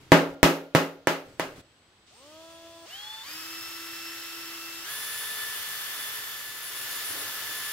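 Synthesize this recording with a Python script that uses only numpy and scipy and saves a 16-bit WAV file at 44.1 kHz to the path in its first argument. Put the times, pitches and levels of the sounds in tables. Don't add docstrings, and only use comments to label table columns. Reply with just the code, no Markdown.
import sys
import numpy as np
from scipy import signal
from scipy.fft import rfft, irfft, next_fast_len
from scipy.io import wavfile

SR = 44100
rng = np.random.default_rng(int(sys.argv[2]) if len(sys.argv) > 2 else 0)


def store_wav(level_fs):
    pcm = np.round(np.clip(np.atleast_2d(level_fs), -1, 1) * 32767)
    wavfile.write(sys.argv[1], SR, pcm.T.astype(np.int16))


N = 340452
TIME = np.arange(N) / SR

# t/s, level/dB, thump trim/dB, thump f/Hz, metal brightness/dB, low shelf/dB
BLOWS = [(0.1194, 4.5, -20, 64.4, -0.5, 4.5), (0.43, 1, -6, 58, 6.5, 4.5), (0.7498, -2, 0, 146, 4, 3.5),
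         (1.072, -4.5, -13, 140, 3, -24.5), (1.397, -12, -28, 140, 4, -25)]
# f/Hz, level/dB, t60/s
BENCH_MODES = [(164, 1, .38), (183, -5, .2), (277, 3, .45), (351, -1, .28), (395, -2, .38), (511, -3, .3),
               (548, -4, .31), (592, -5, .34), (634, -4, .27), (832, -1, .25), (966, -2, .22),
               (1103, -9, .3), (1257, -4, .22), (1360, -10, .28), (1405, -21, .8), (1615, -9, .22),
               (2019, -9, .2), (2180, -13, .21), (2530, -11, .19), (2790, -12, .3), (2955, -13, .2)]
# f/Hz, level/dB
CLATTER_EQ = [(50, -24.5), (110, -12), (180, -13), (225, -13), (290, -9), (600, -14), (730, -14.5),
              (1300, -13.5), (2700, -20), (4500, -27), (6500, -30.5), (9500, -39.5), (13000, -40.5),
              (16000, -45.5)]
# f/Hz, t60/s
ROOM_T60 = [(60, 0.13), (160, 0.13), (420, 0.51), (1100, 0.32), (2900, 0.33), (7700, 0.29), (15000, 0.39)]

# t/s, target speed/(turns/s), spin-up/s, share of the rise that settles slowly
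TRIGGER = [(2.055, 83.3, .1, 0), (2.855, 223, .024, .46), (3.235, 333, .022, .38),
           (4.838, 437.3, .032, .02)]
# multiple of the turn rate, level/dB at each trigger step
ORDERS = [(1, -77, -88, -56, -66), (4, -60.5, -55.5, -57, -47), (6, -88, -80, -64, -73.5),
          (7, -71, -79, -72, -66), (8, -55.5, -65, -53.5, -55), (10, -82, -85, -70, -82),
          (12, -63.5, -68, -66, -64), (20, -70, -57.5, -68, -77), (32, -73, -87, -77, -72),
          (40, -72, -84, -81, -90), (42, -73, -84, -90, -90)]
# multiple of the switching rate, motor order, level/dB at each trigger step
SIDEBANDS = [(1, -4, -80, -58, -62, -71), (1, 4, -59.5, -68, -77, -80), (1, -8, -82, -71, -64, -72),
             (1, -16, -77, -58.5, -66, -71), (2, -4, -74, -84, -85, -85)]
GEAR_NOISE_DB = [-53, -46.5, -41.5, -37.5]
FAN_HISS_DB = [-68, -56.5, -47.3, -40]
MESH_DB = [-64.5, -51.5, -48.5, -54.5]
HIGH_TONE_DB = [-74, -63, -56.5, -45]
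# f/Hz, level/dB
GEAR_EQ = [(60, -24), (110, -12), (200, -20.5), (400, -15), (750, -11.5), (1150, -4), (1700, -1.5),
           (2350, -5), (3000, -2), (3900, -4.5), (5300, -5), (6300, -7.5), (9000, -11), (12000, -61)]
FAN_EQ = [(5000, -24), (8500, -7), (10000, -3), (11200, 0.5), (12500, 0.5), (14500, -1), (16000, -4.5)]
# f/Hz, width/Hz, lift/dB
HOUSING = [(1280, 95, 2), (1650, 90, 1), (1820, 75, 3), (2010, 25, 6.5), (2024, 18, -1), (2840, 140, 1),
           (3030, 17, 5.5), (3664, 5.8, 14), (4500, 73, 5), (5400, 83, 2.5)]
# t/s, gain/dB
DIP = [(6.1, 0), (6.28, -2), (6.55, -3.5), (6.88, 1)]
# t/s, motor whine/dB, high tone/dB, flicker depth (0-1)
SWELL = [(4.85, 3, -1.5, 0), (5.15, 4, 5, 0.1), (5.75, 2, 1, .2), (6.05, 4, -1, .7), (6.3, 2, -5.5, 1),
         (7.15, -3, 4, 0.64), (7.4, -2.5, -15, 0.6), (7.52, 0.5, -2, 0.3), (7.72, 2, 2, 0.3)]

# f/Hz, level/dB
WOOD_EQ = [(40, -18), (110, 0.5), (200, -20.5), (290, 4), (560, -1), (850, -5), (1500, -22.5), (4000, -32)]
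WASH_EQ = [(50, 0.5), (120, 8), (200, -1.5), (330, 3), (600, -12), (1500, -9), (3500, -13.5), (7000, -18.5),
           (15000, -29.5)]
SHOP_EQ = [(25, -12.5), (60, -2.5), (110, -0.5), (200, -6), (330, -2.5), (600, -8), (1800, -7), (2300, -11),
           (3400, -8), (6000, -17), (9000, -25.5), (16000, -36)]
# start/s, end/s, level/dB
WASH_AND_RUSTLES = [(0, .35, -54.5), (1.253, 1.56, -56), (1.559, 1.613, -48)]
# f/Hz, left-right correlation
ROOM_IMAGE = [(100, 0.94), (300, 0.91), (550, 0.91), (1000, 0.46), (2500, .15), (6000, 0.054), (12000, .5)]
DRILL_IMAGE = [(100, 1), (400, 0.95), (1000, 0.68), (2500, 0.26), (5000, 0.11), (8000, 0.033), (10000, 1),
               (12000, 1)]

SWITCHING_HZ = 7945
JOLT_TONES_DB, JOLT_GEARS_DB = -17, 10
STRAIN_MOTOR_DB, STRAIN_MESH_DB = -36, 12


def hammer(ring_db=-25, tail_db=-15, crack_db=-14, crack_s=.00091, thump_db=-18, thump_s=.0054):
    out, age = np.zeros((2, N + SR)), np.arange(SR) / SR
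    shared_tail = room_tail(age)
    modes = bench_modes(age)
    for t, level_db, thump_trim_db, thump_hz, metal_db, low_db in BLOWS:
        ring = sum(mode * from_db(rng.normal(0, 1)) for mode in modes)
        tail = (shared_tail + room_tail(age)) / np.sqrt(2)
        body = from_db(ring_db) * ring + from_db(tail_db) * tail + contact(age)
        body += (from_db(low_db) - 1) * filtered(body, 240, "low", order=1)
        body += (from_db(metal_db) - 1) * filtered(body, 4500, "high", order=1)
        sizzle = filtered(rng.standard_normal((2, SR)), [1200, 12000], "band", order=1)
        crack = from_db(crack_db + metal_db) * sizzle * np.exp(-age / crack_s)
        thump = from_db(thump_db + thump_trim_db) * np.sin(2 * np.pi * thump_hz * age)
        hit = filtered(body, 130, "high") + crack + thump * bump(age / thump_s) * pan(5)
        start = round(t * SR)
        out[:, start:start + SR] += from_db(level_db) * hit
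    return out[:, :N]


def contact(age, swing_hz=520, swing_s=.00082, clack_hz=1650, clack_s=.00066, grit_s=.00094):
    swing = np.sin(2 * np.pi * swing_hz * age) * np.exp(-age / swing_s)
    clack = from_db(-3) * np.sin(2 * np.pi * clack_hz * age) * np.exp(-age / clack_s)
    grit = filtered(noise(CLATTER_EQ, ROOM_IMAGE, size=SR), 900, "high", order=1)
    return from_db(-11) * grit * np.exp(-age / grit_s) - swing - clack


def bench_modes(age):
    modes = []
    for hz, db, t60 in BENCH_MODES:
        width_rad = np.arccos(at_hz(ROOM_IMAGE, hz))
        phase = rng.uniform(0, 2 * np.pi) + spread(rng.choice([-1, 1]) * width_rad)
        modes.append(np.sin(2 * np.pi * hz * age + phase) * from_db(db - 60 * age / t60))
    return modes


def room_tail(age, colour_db=3):
    size = len(age)
    colour = [(hz, 26 + .02 * hz, colour_db) for hz, _, t60 in BENCH_MODES if t60 < .6]
    spectrum = rfft(noise(CLATTER_EQ, ROOM_IMAGE, size=size, peaks=colour))
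    octave = np.log2(np.clip(np.fft.rfftfreq(size, 1 / SR), 62.5, 16000) / 62.5)
    tail = 0
    for k in range(9):
        band = irfft(spectrum * np.maximum(1 - abs(octave - k), 0), size)
        tail += band * from_db(-60 * age / at_hz(ROOM_T60, 62.5 * 2 ** k))
    return tail


def drill():
    speed, target, strain = spin_up()
    angle = 2 * np.pi * np.cumsum(speed * (1 + .0005 * drift(12))) / SR
    jolt = jolts()
    dip_db, = automation(DIP)
    whine_db, high_db, flicker_depth = automation(SWELL)
    motor_tones = from_left(motor(speed, target, angle, whine_db + STRAIN_MOTOR_DB * strain))
    whines = gear_mesh(speed, target, angle, strain) + high_tone(target, angle, high_db, flicker_depth)
    tones = from_db(JOLT_TONES_DB * jolt) * (motor_tones * pan(.4) + whines * pan(.86))
    return fade_in() * from_db(dip_db) * (tones + rush(target, angle, jolt)) + idle_whistle()


def spin_up(squeeze_s=.069, settle_s=.115, sag_turns_per_s2=.78):
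    speed, target, before = 0, 0, 0
    for t, turns, quick_s, slow_share in TRIGGER:
        age = np.maximum(TIME - t, 0)
        to_go = (1 - slow_share) * np.exp(-age / quick_s) + slow_share * np.exp(-age / settle_s)
        speed += (turns - before) * (1 - to_go)
        target += (turns - before) * np.minimum(age / squeeze_s, 1)
        before = turns
    strain = np.clip(1 - speed / np.maximum(target, 1), 0, 1)
    sag = sag_turns_per_s2 * age
    return speed - sag, target, strain


def jolts(rise_s=.016):
    jolt, before = 0, 0
    for t, turns, *_ in TRIGGER:
        jolt += (1 - before / turns) ** 2 * bump(np.clip((TIME - t) / rise_s, 0, 50))
        before = turns
    return jolt


def fade_in(rise_s=.11):
    return 1 - np.exp(-np.maximum(TIME - TRIGGER[0][0], 0) / rise_s)


def motor(speed, target, angle, whine_db):
    whine, whistle = 0, 0
    for order, *levels in ORDERS:
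        level_db = at_step(target, levels) + gearbox_db(order * speed)
        whine += tone(order * angle, level_db, waver_db=1.43, shimmer_rad=.09)
    carrier = 2 * np.pi * SWITCHING_HZ * TIME
    for k, order, *levels in SIDEBANDS:
        level_db = at_step(target, levels) + gearbox_db(k * SWITCHING_HZ + order * speed)
        whistle += tone(k * carrier + order * angle, level_db, waver_db=3.5, shimmer_rad=.15)
    return from_db(whine_db + .5) * whine + from_db(-3.5) * whistle


def gearbox_db(hz):
    return bell(hz, centre_hz=3354, width_hz=520, lift_db=6)


def rush(target, angle, jolt):
    pulsing = 1 + .05 * np.sin(4 * angle) + .045 * np.sin(angle / 7)
    gear_db = at_step(target, GEAR_NOISE_DB) + JOLT_GEARS_DB * jolt
    gears = from_db(gear_db) * noise(GEAR_EQ, DRILL_IMAGE, peaks=HOUSING)
    scoop = np.interp(target, [90, 200], [.86, 0])
    gears -= scoop * filtered(gears, [1100, 2300], "band", order=1)
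    hiss_db = at_step(target, FAN_HISS_DB) + .73 * drift(150)
    hiss = fade_in() * from_db(hiss_db) * noise(FAN_EQ, DRILL_IMAGE)
    return pulsing * (from_left(gears) * pan(.59) + hiss * pan(-.45))


def gear_mesh(speed, target, angle, strain, order=16):
    bite = 1 + .4 * np.sin(angle / 8 + drift(10))
    level_db = at_step(target, MESH_DB) + gearbox_db(order * speed) + STRAIN_MESH_DB * np.sqrt(strain)
    return from_left(bite * tone(order * angle, level_db, waver_db=1.7, shimmer_rad=.2))


def high_tone(target, angle, swell_db, flicker_depth, order=23, left_lead_rad=1.5):
    phase = order * angle + 1.3 * flicker_depth * drift(60) + spread(left_lead_rad)
    flicker = 1 + flicker_depth * np.tanh(3 * drift(14))
    level_db = at_step(target, HIGH_TONE_DB) + swell_db
    return flicker * tone(phase, level_db, waver_db=1, shimmer_rad=.1) * pan(1.2)


def bit(full_s=6.85, full_db=-61, rise_db_per_s=11, catch_s=7.09, catch_db=-50, catch_rise_s=.055):
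    rubbing = from_db(full_db - rise_db_per_s * np.maximum(full_s - TIME, 0))
    catch = from_db(catch_db) * bump(np.maximum(TIME - catch_s, 0) / catch_rise_s)
    return (rubbing + catch) * from_db(1.5 * drift(30)) * noise(WOOD_EQ, ROOM_IMAGE)


def idle_whistle(level_db=-78, split_hz=91):
    held = np.interp(TIME, [1.25, 1.29, 2.1, 2.18], [0, 1, 1, 0])
    pair_hz = SWITCHING_HZ - split_hz, SWITCHING_HZ + split_hz
    return held * sum(tone(2 * np.pi * hz * TIME, level_db, waver_db=-1, shimmer_rad=.4) for hz in pair_hz)


def wash_and_rustle(fade_s=.012):
    level = 0
    for start, end, db in WASH_AND_RUSTLES:
        inside_s = np.minimum(TIME - start, end - TIME)
        level += from_db(db) * np.clip(.5 + inside_s / fade_s, 0, 1)
    return level * from_db(1.1 * drift(25)) * noise(WASH_EQ, ROOM_IMAGE)


def room_tone(level_db=-61.5):
    return from_db(level_db) * noise(SHOP_EQ, ROOM_IMAGE, ripple_db=2)


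def tone(phase, level_db, waver_db, shimmer_rad):
    wave = np.sin(phase + shimmer_rad * drift(41) + .54 * np.array([drift(1.3), drift(1.8)]))
    return np.sqrt(2) * from_db(level_db + waver_db * drift(8.5)) * wave


def noise(eq, image, size=N, ripple_db=0, peaks=()):
    padded = next_fast_len(size, True)
    hz = np.fft.rfftfreq(padded, 1 / SR)
    mid, side = rfft(rng.standard_normal((2, padded)))
    alike = np.clip(at_hz(image, hz), -.99, .99)
    pair = np.sqrt(1 + alike) * mid + np.sqrt(1 - alike) * side * [[1], [-1]]
    knots = np.geomspace(200, 16000, 260)
    ripple = ripple_db * np.interp(hz, knots, rng.standard_normal(len(knots)))
    colour_db = at_hz(eq, hz) + ripple + sum(bell(hz, *peak) for peak in peaks)
    return rms_one(irfft(pair * from_db(colour_db), padded)[:, :size])


def drift(rate_hz, hop=64, size=8192):
    hz = np.fft.rfftfreq(size, hop / SR)
    slow = irfft(rfft(rng.standard_normal(size)) / (1 + (hz / rate_hz) ** 2))
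    return np.interp(np.arange(N) / hop, np.arange(size), rms_one(slow - slow.mean()))


def bump(x):
    return x * np.exp(1 - x)


def bell(hz, centre_hz, width_hz, lift_db):
    return lift_db / (1 + (2 * (hz - centre_hz) / width_hz) ** 2)


def filtered(x, hz, kind, order=2):
    return signal.sosfilt(signal.butter(order, hz, kind, fs=SR, output="sos"), x)


def at_step(target, levels):
    return np.interp(target, [turns for _, turns, *_ in TRIGGER], levels)


def at_hz(points, hz):
    known_hz, values = np.transpose(points)
    return np.interp(np.log(hz + 1e-3), np.log(known_hz), values)


def automation(rows):
    times, *columns = np.transpose(rows)
    return [np.interp(TIME, times, column) for column in columns]


def spread(difference):
    return difference * np.array([[.5], [-.5]])


def pan(db):
    return from_db(spread(db))


def from_left(x, lag_s=2 / SR):
    return np.array([x[0], np.interp(TIME - lag_s, TIME, x[1])])


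def from_db(db):
    return 10 ** (np.asarray(db) / 20)


def rms_one(x):
    return x / np.sqrt(np.mean(x ** 2) + 1e-20)


def scene():
    return room_tone() + hammer() + drill() + bit() + wash_and_rustle()


def record(dry, cutoff_hz=15750):
    clipped = dry / (1 + dry ** 8) ** (1 / 8)
    return signal.sosfilt(signal.ellip(12, .1, 80, cutoff_hz, fs=SR, output="sos"), clipped)


dry = scene()
out = record(dry)
store_wav(out)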